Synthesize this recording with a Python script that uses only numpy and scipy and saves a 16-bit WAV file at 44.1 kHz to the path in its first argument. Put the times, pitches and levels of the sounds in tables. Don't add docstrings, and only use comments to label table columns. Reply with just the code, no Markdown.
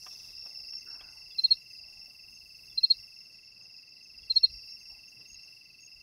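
import sys
import numpy as np
from scipy import signal
from scipy.fft import rfft, irfft
from scipy.io import wavfile
from scipy.ndimage import uniform_filter1d

SR = 44100
rng = np.random.default_rng(int(sys.argv[2]) if len(sys.argv) > 2 else 0)


def master(y):
    cut = np.clip(np.atleast_2d(y).T, -1, 1)
    pcm = np.round(cut * 32767)
    wavfile.write(sys.argv[1], SR, pcm.astype(np.int16))


N = 265482


def undb(db):
    return 10 ** (np.asarray(db) / 20)


def curve(rows):
    s, *columns = np.transpose(rows)
    return [np.interp(np.arange(N) / SR, s, c) for c in columns]


def colour(x, points):
    hz, db = np.transpose(points)
    bin_hz = np.maximum(np.arange(len(x) // 2 + 1) * SR / len(x), 1)
    gain = undb(np.interp(np.log(bin_hz), np.log(hz), db))
    return irfft(rfft(x) * gain, len(x))


def unit(x):
    return x / np.sqrt(np.mean(x ** 2))


def walk(rate_hz):
    hold = int(SR / rate_hz)
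    steps = np.repeat(rng.standard_normal(N // hold + 1), hold)
    smooth = uniform_filter1d(uniform_filter1d(steps, hold), hold)
    return unit(smooth[:N])


def add(out, start_s, sound):
    i = int(start_s * SR)
    a, b = max(i, 0), min(i + len(sound), N)
    if b > a:
        out[a:b] += sound[a - i:b - i]


def stroke(shape, length_s, hz, bend, turn, third_db=-120):
    share, db, sag = np.transpose(shape)
    at_share = np.arange(share[0], share[-1], 1 / (length_s * SR))
    pitch_hz = hz + bend * np.interp(at_share, share, sag)
    phase = 2 * np.pi * (turn + np.cumsum(pitch_hz) / SR)
    gain = undb(np.interp(at_share, share, db))
    gain = uniform_filter1d(gain, len(at_share) // 14 + 1)
    third = undb(third_db) * gain ** 3 * np.sin(3 * phase)
    return gain * np.sin(phase) + third


def strokes(times_s, db, hz, length_s, fall_hz, scatter_db=0., scatter_hz=0.):
    # share of the stroke length, level in dB, pitch bend as a share of the fall.
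    small_shape = [(0, -30, 0), (.15, -12, .05), (.4, -2, .4), (.55, 0, .55), (.75, -4, .85), (1., -22, 1.)]
    out, chance = np.zeros(N), rng.standard_normal((len(times_s), 3))
    for t, level_db, f, (a, b, turn) in zip(times_s, db, hz, chance):
        start_hz = f + fall_hz / 2 + scatter_hz * b
        sound = stroke(small_shape, length_s, start_hz, -fall_hz, turn)
        add(out, t - length_s / 2, undb(level_db + scatter_db * a) * sound)
    return out


def beats(rate_hz, lead):
    count = np.floor(rate_hz * np.arange(N) / SR + lead)
    return np.flatnonzero(np.diff(count) > 0)


def field(x, t60_s, wet_db, stir_hz=150., gap_s=0.):
    t = np.arange(int(SR * .3)) / SR
    decay = np.exp(-np.log(1000) * t / t60_s)
    onset = np.clip((t - gap_s) / 0.012, 0, 1)
    tail = rng.standard_normal((2, len(t))) * decay * onset
    wet = sum(walk(stir_hz) * signal.fftconvolve(x, path)[:N] for path in tail)
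    return undb(wet_db) * wet / np.sqrt(np.sum(tail ** 2))


def floor():
    # frequency in Hz, relative density in dB per Hz.
    floor_colour = [(20, -32.5), (60, -23.5), (120, -13.5), (380, -25.5), (700, -28.5), (1750, -34.5),
                    (3400, -34.5), (4000, -31.5), (5000, -9.5), (5700, -18), (6900, -38.5), (8500, -32),
                    (10300, -25), (12000, -30), (15600, -32.5)]
    # time in seconds, gain in dB.
    hiss_swell = [(0, 8), (.5, 1.5), (1.1, 0), (2.5, 0), (3.0, 0.5), (3.45, -5), (4.2, -5), (4.55, 0),
                  (5.2, -2), (6.02, -3.5)]
    bed = unit(colour(rng.standard_normal(N), floor_colour)) * undb(-60.5)
    out, together, swell_db = 0, walk(16), curve(hiss_swell)[0]
    for hz in 30 * 2. ** np.arange(10):
        band = colour(bed, [(hz / 2, -60), (hz / 1.615, -14), (hz / 1.273, -6), (hz, 0),
                            (hz * 1.61, -6), (hz * 1.796, -14), (hz * 2, -60)])
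        flicker_db = 1.1 * together + 1.3 * walk(18)
        out = out + band * undb(flicker_db + swell_db * (hz > 6000))
    return out


def tree_cricket():
    # time in seconds, lead on an even beat in strokes, stroke level in dB.
    trill = [(0, 0.45, -51.5), (1.4, 0.45, -49), (2.2, 0.45, -50), (2.9, 0.49, -51), (3.6, 0.5, -52.5),
             (4.1, 0.43, -51.5), (4.9, 0.35, -49.5), (5.6, 0.3, -49.5), (6.02, 0.39, -51)]
    lead, db = curve(trill)
    at = beats(22.56, lead)
    dry = strokes(at / SR, db[at], np.full(len(at), 2695.), 0.023, 210., scatter_db=0.3, scatter_hz=15.)
    echo = undb(-12.0 + 2.3 * walk(30)) * np.roll(dry, int(0.012 * SR))
    near_tail = field(dry, 0.054, -16.5, stir_hz=110.0)
    far_tail = field(dry, 0.25, -15, stir_hz=50.0)
    return dry + echo + near_tail + far_tail


def chorus():
    # pitch in Hz, strokes a second, mean stroke level in dB before the swell.
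    singers = [(4370, 41, -73), (4625, 64, -65), (4707, 54, -61), (4870, 67, -58.5), (4957, 110, -58.5),
               (5180, 92, -54.5), (5280, 59, -58.5), (5424, 120, -58)]
    # centre pitch in Hz, pitch spread in Hz, strokes a second, mean level in dB before the swell.
    crowd = [(4777, 270, 340, -65.5), (6344, 220, 130, -73), (2091, 40, 300, -77.5)]
    # time in seconds, gain in dB.
    chorus_swell = [(0, -1), (.45, 2.5), (1.0, 3), (2.28, -2), (2.9, .5), (3.2, -1), (4.05, -1.5),
                    (4.36, 1.5), (6.02, -2.5)]
    out = np.zeros(N)
    for hz, rate_hz, db in singers:
        at = beats(rate_hz, rng.random())
        level_db = db + 3.77 * walk(9)[at]
        out += strokes(at / SR, level_db, np.full(len(at), hz), .012, 80., scatter_db=1.5, scatter_hz=30.5)
    for centre_hz, spread_hz, rate_hz, db in crowd:
        times_s = rng.random(2000)[:int(rate_hz * N / SR)] * N / SR
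        count = len(times_s)
        out += strokes(times_s, np.full(count, db), np.full(count, centre_hz), 0.01, 120.0,
                       scatter_db=3.5, scatter_hz=spread_hz)
    return (out + field(out, 0.084, -2.5)) * undb(curve(chorus_swell)[0])


def wind():
    # time in seconds, mean breeze level in dB.
    breeze = [(0, -77), (1.6, -74), (2.8, -75), (3.7, -84), (4.4, -72.5), (5.1, -77), (6.02, -84)]
    # peak time in seconds, peak level in dB before flicker, time from peak to 1/e in seconds.
    gust_rows = [(0.368, -68, 0.053), (.6, -71, 0.054), (1.05, -68, 0.028), (1.272, -69.5, 0.037),
                 (1.53, -64, 0.038), (1.83, -68.5, 0.047), (3.0, -62.5, 0.028), (4.29, -64.5, 0.092),
                 (4.533, -59.5, .05), (4.938, -67, .07), (5.35, -69, 0.031), (5.979, -70, .03)]
    low = colour(rng.standard_normal(N),
                 [(12, -32), (25, -2.5), (55, 2.0), (90, -7), (200, -25.0), (800, -61.5)])
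    t = np.arange(N) / SR
    gusts = sum(undb(db) * np.exp(-((t - peak_s) / half_s) ** 2) for peak_s, db, half_s in gust_rows)
    breeze_gain = undb(curve(breeze)[0] + 2.5 * walk(4.4))
    flicker = undb(2.5 * walk(9.9))
    return unit(low) * (breeze_gain + gusts) * flicker


def knocks():
    # time in seconds, level in dB, brightness in dB per octave.
    knock_rows = [(0.065, -35, 1.5), (0.461, -46.5, -4), (0.733, -49.5, 6), (1.01, -38, 7), (1.149, -60, 2),
                  (2.08, -60.5, -34), (4.906, -75, -9), (5.208, -56, 7)]
    # mode frequency in Hz, mean relative level in dB, t60 in seconds.
    modes = [(573, -19, 0.12), (738, -2.5, 0.11), (1040, 1, 0.053), (1193, 1.5, 0.055), (1520, -4, 0.04),
             (1640, 4, 0.015), (1970, -6, 0.019), (3300, -3, 0.037)]
    out, t = np.zeros(N), np.arange(int(.12 * SR)) / SR
    chances = rng.standard_normal((len(knock_rows), len(modes)))
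    for (time_s, db, tilt_db), chance in zip(knock_rows, chances):
        ring = np.zeros(len(t))
        for (hz, mode_db, t60_s), c in zip(modes, chance):
            gain = undb(mode_db + tilt_db * np.log2(hz / 1000) + 0.83 * c)
            ring += gain * np.sin(2 * np.pi * hz * t) * np.exp(-np.log(1000) * t / t60_s)
        crack = colour(rng.standard_normal(len(t)),
                       [(200, -20), (600, 0), (3500, tilt_db - 6), (4500, -40), (6000, -70)])
        crack = crack * np.exp(-t / .009)
        blow = ring / np.abs(ring).max() + undb(-5) * crack / np.abs(crack).max()
        add(out, time_s - .003, undb(db) * blow * np.minimum(t / 0.0044, 1))
    return out


def rustles_and_opening_swell():
    # start in seconds, decay length in seconds, level in dB, centre in Hz, nominal width in Hz.
    # The 5440 Hz row is the chorus swell.
    band_rows = [(0, 0.62, -74, 910, 1230), (0, 0.33, -51, 5440, 940), (0.082, 0.38, -65.5, 3860, 704),
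                 (0.42, 0.26, -72.5, 650, 498), (0.811, 0.33, -72, 354, 250), (0.861, 0.13, -61, 1490, 297),
                 (0.881, 0.33, -68, 890, 500), (0.986, 0.16, -68, 1454, 148),
                 (1.783, 0.42, -77.5, 745, 302), (4.895, 0.11, -71.5, 825, 348),
                 (5.188, 0.064, -69, 343, 149.2)]
    out = np.zeros(N)
    grains = rng.standard_normal(N) * undb(2.2 * walk(120))
    for start_s, length_s, db, hz, width_hz in band_rows:
        edges_hz = [hz - width_hz / 1.9, hz + width_hz / 2.4]
        sos = signal.butter(2, edges_hz, "band", fs=SR, output="sos")
        band = unit(signal.sosfilt(sos, grains))
        age = (np.arange(N) / SR - start_s) / length_s
        out += undb(db) * band * np.clip(age / 0.065, 0, 1) * np.exp(-np.clip(age, 0, 5) ** 2)
    return out


def caller():
    # time in seconds, lead on an even stroke beat in strokes.
    stroke_lead = [(0, 0.29), (.5, 0.2), (2., 0.24), (3., 0.068), (4., 0.014), (4.6, .1), (5., -0.11),
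                   (6.02, -0.054)]
    # time in seconds, lead on an even phrase beat in phrases.
    phrase_lead = [(0, .9), (.5, .9), (.8, .97), (1., .8), (1.7, .84), (3.25, .7), (4.3, 1.12), (4.96, .97),
                   (6.02, .9)]
    # time in seconds, mean phrase level in dB, mean pitch in Hz.
    phrase_rows = [(.1, -43, 5440), (.26, -46, 5420), (.43, -38.5, 5434), (.59, -36.5, 5330),
                   (.75, -35, 5385), (.93, -41, 5454), (1.1, -56, 5305), (1.26, -46, 5290),
                   (1.57, -46.5, 5385), (1.75, -47.5, 5270), (2.04, -45, 5400), (2.2, -50, 5300),
                   (2.37, -47, 5276), (2.85, -51.5, 5300), (3.0, -45.5, 5390), (3.33, -51, 5380),
                   (4.2, -56, 5350), (4.4, -42.5, 5410), (4.56, -44.5, 5460), (4.72, -40, 5440),
                   (4.89, -44, 5450), (5.05, -52, 5350), (6.02, -61, 5390)]
    stroke_rate_hz, phrase_rate_hz = 67.3, 6.26
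    rise_share, fall_share, gap_db = .5, .2, -14
    t = np.arange(N) / SR
    beat = phrase_rate_hz * t + curve(phrase_lead)[0]
    held = np.minimum(np.searchsorted(beat, np.floor(beat) + .6), N - 1)
    db, hz = (column[held] for column in curve(phrase_rows))
    place = beat % 1
    phrase = np.clip(np.minimum(place / rise_share, (1 - place) / fall_share), 0, 1)
    turns = stroke_rate_hz * t + curve(stroke_lead)[0]
    throb = (.5 + .5 * np.cos(2 * np.pi * turns)) ** 0.71
    wing = np.sin(2 * np.pi * np.cumsum(hz + 10.0 * walk(40)) / SR)
    level_db = uniform_filter1d(db, SR // 100) + gap_db * (1 - phrase) + 1.8 * walk(70)
    dry = undb(level_db) * throb * wing
    return dry + field(dry, .06, -13)


def high_chirpers():
    # middle in seconds, peak in dB, pitch in Hz.
    pips = [(0.186, -58, 6030), (0.2656, -56, 6140), (0.696, -55, 6140), (0.7854, -52, 6280),
            (0.8084, -55, 6300), (1.112, -60, 6330), (1.425, -58, 6370), (1.714, -57, 6330),
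            (2.3504, -54, 6360), (2.665, -60.5, 6390), (3.635, -58, 6380), (4.0415, -56.5, 6330),
            (4.3553, -54.5, 6340), (4.7115, -55, 6330), (4.802, -56, 6320), (4.816, -58, 6400),
            (5.089, -53, 6360), (5.28, -58, 6340), (5.4324, -59, 6380)]
    # middle in seconds, peak in dB, pitch in Hz.
    solos = [(0.370, -42, 4890), (0.6733, -39.5, 5070), (0.8105, -45, 4800), (1.048, -41.5, 4910),
             (1.3333, -46, 4910), (1.9928, -44, 5130), (2.8853, -45.5, 4996), (4.1818, -39, 4930),
             (5.365, -47, 5250), (5.933, -48, 5190)]
    # first tick in seconds, end in seconds, ticks a second, mean pitch in Hz, mean level in dB.
    tickers = [(.52, 3.42, 11.76, 6434, -65.5), (3.35, 3.9, 11, 6720, -71)]
    # first stroke in seconds, mean last stroke level in dB, pitch in Hz.
    buzzes = [(5.284, -43.5, 6520), (5.802, -45, 6520)]
    t, db, hz = np.transpose(pips)
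    out = strokes(t, db, hz, 0.032, 270.0)
    t, db, hz = np.transpose(solos)
    out += strokes(t, db, hz, 0.016, 65.0)
    for first_s, last_s, rate_hz, hz, db in tickers:
        t = np.arange(first_s, last_s, 1 / rate_hz)
        out += strokes(t, np.full(len(t), db), np.full(len(t), hz), 0.017, 80.,
                       scatter_db=3.5, scatter_hz=20.)
    buzz, k = np.zeros(N), np.arange(5)
    for start_s, db, hz in buzzes:
        buzz += strokes(start_s + .006 + .0142 * k, db - 1.6 * (4 - k), np.full(len(k), hz), .012, 90.,
                        scatter_db=.7)
    return out + field(out, .1, -3) + buzz + field(buzz, .05, -14)


def cricket():
    # middle in seconds, peak in dB, pitch in Hz.
    pickup = [(1.3149, -59, 3490), (2.705, -60, 3490), (4.228, -65.5, 3400)]
    # start in seconds, nominal length in seconds, peak in dB.
    chirp_strokes = [(1.3836, 0.016, -19), (1.437, 0.021, -14), (1.5068, 0.02, -11.5),
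                     (2.7755, 0.0141, -17.5), (2.8315, 0.019, -13), (2.901, 0.018, -11.5),
                     (4.2985, 0.019, -17), (4.3582, 0.02, -12.5), (4.4316, 0.02, -11)]
    # share of the nominal length, level in dB, pitch bend in Hz at full effort.
    chirp_shape = [(-.15, -45, 0), (0, -19, 0), (.14, -8.5, -40), (.5, -.8, 0), (.8, 0, -15),
                   (.95, -4, -90), (1.1, -15, -300), (1.4, -27, -520), (1.8, -56, -700)]
    # delay in seconds, level in dB.
    echo_rows = [(.0042, -22.5), (.009, -16)]
    full_db, full_hz, hz_per_db = -11.5, 4281, 16
    t, db, hz = np.transpose(pickup)
    out = strokes(t, db, hz, .022, 280.)
    out += field(out, .08, 0.89)
    for (start_s, length_s, db), turn in zip(chirp_strokes, rng.random(len(chirp_strokes))):
        hz = full_hz + hz_per_db * (db - full_db)
        effort = np.clip((db + 20.5) / 5, .1, 1)
        sound = stroke(chirp_shape, length_s, hz, effort, turn, third_db=-50.5)
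        add(out, start_s + chirp_shape[0][0] * length_s, undb(db) * sound)
    echoes = sum(undb(db) * np.roll(out, int(lag_s * SR)) for lag_s, db in echo_rows)
    return out + echoes + field(out, .13, -30, stir_hz=440.0, gap_s=0.0082)


def scene():
    # frequency in Hz, relative density in dB per Hz.
    side_colour = [(60, -2.5), (300, 3.5), (2000, 3.5), (4200, 8), (6000, -11.5), (15000, -1.5)]
    night = floor() + tree_cricket() + chorus() + wind()
    mid = night + rustles_and_opening_swell() + knocks() + caller() + high_chirpers() + cricket()
    side = unit(colour(rng.standard_normal(N), side_colour)) * undb(-94)
    return np.array([mid + side, mid - side])


def record(dry):
    top_hz = 15710
    return signal.sosfilt(signal.ellip(12, .2, 80, top_hz, fs=SR, output="sos"), dry)


dry = scene()
out = record(dry)
master(out)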